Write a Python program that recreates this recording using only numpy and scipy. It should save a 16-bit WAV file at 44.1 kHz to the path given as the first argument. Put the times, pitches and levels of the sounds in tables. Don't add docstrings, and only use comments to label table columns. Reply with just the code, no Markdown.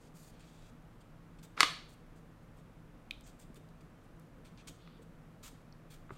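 import sys
import numpy as np
from scipy import signal
from scipy.fft import rfft, irfft
from scipy.io import wavfile

SR = 44100
rng = np.random.default_rng(int(sys.argv[2]) if len(sys.argv) > 2 else 0)


def dump(signal):
    limited = np.clip(np.atleast_2d(signal).T, -1, 1)
    pcm = np.round(limited * 32767).astype(np.int16)
    wavfile.write(sys.argv[1], SR, pcm)


N = 272185
BLOW_SAMPLES = SR // 8
BLOW_TIME_S = np.arange(BLOW_SAMPLES) / SR


def from_db(db):
    return 10 ** (np.asarray(db) / 20)


def unit_rms(x):
    return x / np.sqrt(np.mean(x ** 2) + 1e-20)


def unit_attack(x):
    return x / np.sqrt(np.mean(x[:SR // 200] ** 2) + 1e-20)


def at_hz(curve, hz):
    points_hz, values = np.transpose(curve)
    return np.interp(np.log(hz + 1e-9), np.log(points_hz), values)


def bell_db(hz, centre_hz, width_oct):
    return -10 / np.log(10) * (np.log2(hz / centre_hz) / width_oct) ** 2


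def coloured(x, gain_db_at):
    hz = np.fft.rfftfreq(len(x), 1 / SR) + 1
    return irfft(rfft(x) * from_db(gain_db_at(hz)), len(x))


def lowpass(x, hz, order=2):
    return signal.sosfilt(signal.butter(order, min(hz, .45 * SR), fs=SR, output="sos"), x)


def highpass(x, hz, order=2):
    return signal.sosfilt(signal.butter(order, hz, "high", fs=SR, output="sos"), x)


def add(track, start_s, sound):
    at = max(round(start_s * SR), 0)
    track[at:at + len(sound)] += sound[:max(N - at, 0)]


def stray_touches(per_s, level_db, centre_hz, spread_db=7.5, spread_oct=.3):
    draws = rng.random((40, 3))
    starts_s = np.cumsum(-np.log(1 - draws[:, 0])) / per_s
    levels_db = level_db + spread_db * (2 * draws[:, 1] - 1)
    centres_hz = centre_hz * 2 ** (spread_oct * (2 * draws[:, 2] - 1))
    return [row for row in zip(starts_s, levels_db, centres_hz) if row[0] < N / SR]


# freq_hz, density_db
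AIR_SPECTRUM = [(12, -29.5), (20, -2), (39, -3.5), (77, -15), (163, -2), (204, -8.5), (310, -6), (399, -15),
                (446, -10), (897, -18), (1220, -17.5), (1530, -20.5), (4540, -36.5), (14700, -43.5),
                (16000, -49.5)]
# centre_hz, half_width_hz, level_db
HUM_LINES = [(108.4, 13, -66.5), (160.8, 10.9, -61.5), (238.7, 25, -68.5)]


def air_and_hum(air_db=-60, rumble_db=-61.5, rumble_hz=30, rumble_width_oct=.6):
    def noise(gain_db_at):
        return unit_rms(coloured(rng.standard_normal(N), gain_db_at))

    out = from_db(air_db) * noise(lambda hz: at_hz(AIR_SPECTRUM, hz))
    out += from_db(rumble_db) * noise(lambda hz: bell_db(hz, rumble_hz, rumble_width_oct))
    for centre_hz, half_width_hz, level_db in HUM_LINES:
        line = noise(lambda hz: -20 * np.log10(1 + ((hz - centre_hz) / half_width_hz) ** 2))
        out += from_db(level_db) * line
    return out


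def rub_pressure(t, length_s, landing_share=.14, ease_db=2, lift_s=0.017):
    landing = t / (landing_share * length_s)
    lifting = (length_s - t) / lift_s
    contact = np.clip(np.minimum(landing, lifting), 0, 1)
    return contact * from_db(-ease_db * t / length_s)


# freq_hz, density_db
SKIN_SPECTRUM = [(700, -8), (1300, 2), (2000, -5), (2500, 1.5), (2900, -4), (3400, 1), (4000, -5),
                 (4600, -2), (5400, -7.5), (7500, -2), (9200, -3), (10300, -14), (12500, -8.5),
                 (16000, -11)]
# start_s, length_s, level_db, centre_hz, width_oct
RUBS_AND_CREEP = [(0.0, 0.097, -71.5, 6000, 0.75), (0.136, 0.18, -64.5, 8000, 1.2),
                  (0.308, 0.15, -72.5, 3000, 0.81), (.39, 0.043, -68, 3000, 2),
                  (0.423, 0.29, -69.5, 4080, 1.35), (1.003, .028, -68, 4500, 1.1),
                  (1.385, 0.022, -64, 3560, 0.88), (1.426, 0.041, -59.5, 9000, 2.3),
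                  (1.882, 0.074, -68.5, 7260, 1.2), (2.156, .045, -74, 7000, 1.2),
                  (2.564, 0.049, -72, 5000, 2.5), (3.232, 0.057, -69, 6440, 0.27),
                  (3.257, 0.056, -63.5, 7000, 2.2), (3.386, 0.063, -64.5, 11000, 2),
                  (3.553, 0.036, -64, 5000, 3.4), (3.806, 0.021, -68, 4000, 1.8),
                  (4.445, 0.057, -66.5, 3000, 1.5), (4.575, 0.054, -63, 3050, 0.84),
                  (4.67, 0.036, -51, 5200, 1.7), (4.78, .22, -72.5, 3430, 0.37),
                  (5.018, 0.027, -67.5, 6620, 2.4), (5.425, 0.076, -54, 5910, 2.2),
                  (5.898, 0.073, -61, 5240, 2.4), (6.121, 0.07, -67.5, 1450, 2)]


def rubs_and_creep(grain_db=2.0, uneven_db=1.5, ripple_db=1.5, brush_s=.04, brush_width_oct=2.1):
    out = np.zeros(N)
    grip = unit_rms(lowpass(rng.standard_normal(N), hz=60))
    catches = np.repeat(rng.standard_normal(N), 16)[:N]
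    slips = rng.standard_normal(N) * from_db(grain_db * catches + uneven_db * grip)
    brushes = [(start_s, brush_s, level_db, hz, brush_width_oct)
               for start_s, level_db, hz in stray_touches(per_s=1.0, level_db=-80, centre_hz=5500)]
    rubs = RUBS_AND_CREEP + brushes
    modes_hz = np.geomspace(1500, 16000, 40)
    spots_db = ripple_db * rng.standard_normal((64, len(modes_hz)))
    for (start_s, length_s, level_db, centre_hz, width_oct), spot_db in zip(rubs, spots_db):
        samples = np.arange(round(length_s * SR))
        grains = np.take(slips, round(start_s * SR) + samples, mode="wrap")
        hiss = coloured(grains, lambda hz: at_hz(SKIN_SPECTRUM, hz)
                        + bell_db(hz, centre_hz, width_oct)
                        + np.interp(hz, modes_hz, spot_db))
        add(out, start_s, from_db(level_db) * rub_pressure(samples / SR, length_s) * unit_rms(hiss))
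    return out


# freq_hz, density_db
SLAT_SPECTRUM = [(150, -22), (400, -7), (850, -6), (1250, 2), (1600, -3), (2200, -3), (3200, -6),
                 (4500, -5), (6000, -11), (9000, -15), (11000, -19.5), (16000, -25.5)]


def slat_slide(start_s=1.567, end_s=1.606, start_db=-55, end_db=-39, slips_per_s=12000, tilt_db_oct=-4):
    out = np.zeros(N)
    slips = rng.standard_normal(BLOW_SAMPLES) * (rng.random(BLOW_SAMPLES) < slips_per_s / SR)
    scrape = coloured(slips, lambda hz: at_hz(SLAT_SPECTRUM, hz) + tilt_db_oct * np.log2(hz + 300))
    swell = from_db(np.linspace(start_db, end_db, round((end_s - start_s) * SR)))
    add(out, start_s, unit_rms(scrape)[:len(swell)] * swell)
    return out


def ringing(modes):
    out = np.zeros(BLOW_SAMPLES)
    for k, (pitch_hz, width_hz, gain_db) in enumerate(modes):
        envelope = from_db(gain_db) * width_hz * np.exp(-np.pi * width_hz * BLOW_TIME_S)
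        out += (-1) ** k * envelope * np.sin(2 * np.pi * pitch_hz * BLOW_TIME_S)
    return out


def blow_decay(t60_s):
    return from_db(-60 * BLOW_TIME_S / t60_s)


def contact_pulse(pitch_hz=2000, width_hz=1500, edge_hz=7000):
    push = np.exp(-np.pi * width_hz * BLOW_TIME_S) * np.cos(2 * np.pi * pitch_hz * BLOW_TIME_S)
    return unit_attack(lowpass(highpass(push, pitch_hz / 2), edge_hz, order=1))


# pitch_hz, width_hz, gain_db
BOX_MODES = [(380, 110, -14.5), (600, 140, -16.5), (818, 220, -16), (1210, 160, 3), (1354, 160, 1),
             (1700, 200, -5), (1946, 200, -2), (2116, 210, -0.5), (2399, 170, -1.5), (2980, 110, -11),
             (3320, 200, -10), (3780, 105, -4), (4324, 210, -5), (4594, 120, -6), (5000, 300, -13.5),
             (5500, 420, -13.5), (6224, 270, -14.5), (7474, 400, -24), (8120, 230, -22), (9050, 400, -19),
             (12300, 160, -17)]
# start_s, level_db, contact_lowpass_hz, pitch_ratio
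SLAT_KNOCKS = [(1.576, -39, 2440, 0.95), (1.5988, -41, 8830, 1.2), (1.6055, -15.0, 11500, 1.0),
               (1.6299, -19, 4398, .99), (1.6317, -26, 10980, .96), (4.8747, -56.5, 4470, 0.976),
               (6.0928, -54, 1410, 0.95), (6.1053, -45, 1250, 1.02)]


def slat_knocks(polarity, pulse_db=-3.5, crack_db=-6, crack_t60_s=0.035, radiate_above_hz=380):
    out = np.zeros(N)
    pulse = polarity * from_db(pulse_db) * contact_pulse()
    for start_s, level_db, contact_hz, pitch_ratio in SLAT_KNOCKS:
        modes = [(hz * pitch_ratio, width_hz, gain_db) for hz, width_hz, gain_db in BOX_MODES]
        body = unit_attack(highpass(ringing(modes), radiate_above_hz))
        noise = coloured(rng.standard_normal(BLOW_SAMPLES), lambda hz: at_hz(SLAT_SPECTRUM, hz))
        crack = from_db(crack_db) * unit_attack(noise * blow_decay(crack_t60_s))
        blow = lowpass(pulse + body + crack, contact_hz, order=3)
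        add(out, start_s, from_db(level_db) * unit_attack(blow))
    return out


# start_s, peak_db, pitch_hz
BOX_THUDS = [(1.609, -35, 454), (1.6314, -33.5, 296.4), (3.501, -41.5, 237), (3.574, -49, 421),
             (4.695, -46.5, 278), (4.995, -48.5, 456), (5.531, -44.5, 250), (6.106, -41, 380),
             (6.1207, -35.5, 131)]


def box_thuds(width_hz=45):
    out = np.zeros(N)
    for start_s, peak_db, pitch_hz in BOX_THUDS:
        add(out, start_s, ringing([(pitch_hz, width_hz, peak_db)]) / width_hz)
    return out


# pitch_hz, width_hz, gain_db
PIECE_MODES = [(2150, 370, 3), (2490, 170, 17.5), (2700, 180, -23), (3120, 380, 7.5), (3750, 175, 11),
               (4000, 310, 6.5), (4600, 400, -28), (7500, 1100, -32), (12600, 1500, -26)]
# start_s, level_db
PIECE_TICK = (3.1094, -36.5)


def loose_piece(crack_db=-23, crack_t60_s=0.025, radiate_above_hz=2100):
    out = np.zeros(N)
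    start_s, level_db = PIECE_TICK
    crack = unit_attack(rng.standard_normal(BLOW_SAMPLES) * blow_decay(crack_t60_s))
    blow = unit_attack(ringing(PIECE_MODES)) + from_db(crack_db) * crack
    add(out, start_s, from_db(level_db) * unit_attack(highpass(blow, radiate_above_hz, order=4)))
    return out


# start_s, level_db, centre_hz, width_oct
NAIL_AND_JOINT_TICKS = [(3.209, -63, 5500, 0.9), (3.545, -65.5, 8030, 0.59), (4.197, -67, 8500, 0.76),
                        (4.575, -63.5, 3680, 0.56), (5.725, -61.5, 4880, 0.16)]


def nail_and_joint_ticks(t60_s=0.012, stray_width_oct=.8):
    out = np.zeros(N)
    strays = [(*touch, stray_width_oct)
              for touch in stray_touches(per_s=0.98, level_db=-75.5, centre_hz=5500)]
    noise = rng.standard_normal(N + BLOW_SAMPLES)
    for start_s, level_db, centre_hz, width_oct in NAIL_AND_JOINT_TICKS + strays:
        burst = noise[round(start_s * SR):][:BLOW_SAMPLES]
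        snap = coloured(burst, lambda hz: bell_db(hz, centre_hz, width_oct)) * blow_decay(t60_s)
        add(out, start_s, from_db(level_db) * unit_attack(snap))
    return out


# freq_hz, t60_s
ROOM_DECAY = [(150, 0.21), (500, .38), (1400, .42), (3800, 0.5), (9000, 0.38), (15000, .3)]
# freq_hz, gain_db
ROOM_SPECTRUM = [(150, -6.5), (750, 4), (1100, -3.5), (1450, 0.5), (2200, -4.5), (2900, 1.5), (3850, 3),
                 (4500, 0), (6000, 1), (9000, 2), (15000, 2.5)]


def room(x, wet_db=-8.0, build_s=0.0044):
    t = np.arange(SR * 3 // 4) / SR
    hz = np.fft.rfftfreq(len(t), 1 / SR) + 1
    reflections = rfft(rng.standard_normal(len(t))) * from_db(at_hz(ROOM_SPECTRUM, hz))
    bands = np.round(2 * np.log2(hz))
    tail = np.zeros(len(t))
    for band in np.unique(bands[hz > 60]):
        t60_s = at_hz(ROOM_DECAY, 2 ** (band / 2))
        tail += irfft(reflections * (bands == band), len(t)) * from_db(-60 * t / t60_s)
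    tail *= 1 - np.exp(-(t / build_s) ** 2)
    tail /= np.sqrt(np.sum(tail ** 2))
    return from_db(wet_db) * signal.fftconvolve(x, tail)[:N]


def scene(tick_send_db=-4.5, rub_send_db=-1):
    near_knocks = slat_knocks(polarity=-1)
    far_knocks = slat_knocks(polarity=1)
    wood = slat_slide() + box_thuds()
    ticks = loose_piece() + nail_and_joint_ticks()
    rubs = rubs_and_creep()
    send = wood + from_db(tick_send_db) * ticks + from_db(rub_send_db) * rubs
    reverb = (room(near_knocks + send) + room(far_knocks + send)) / np.sqrt(2)
    return (near_knocks + wood + ticks + rubs + reverb + air_and_hum())[None]


def record(dry, cutoff_hz=15800):
    return signal.sosfilt(signal.ellip(10, .1, 70, cutoff_hz, fs=SR, output="sos"), dry)


dry = scene()
out = record(dry)
dump(out)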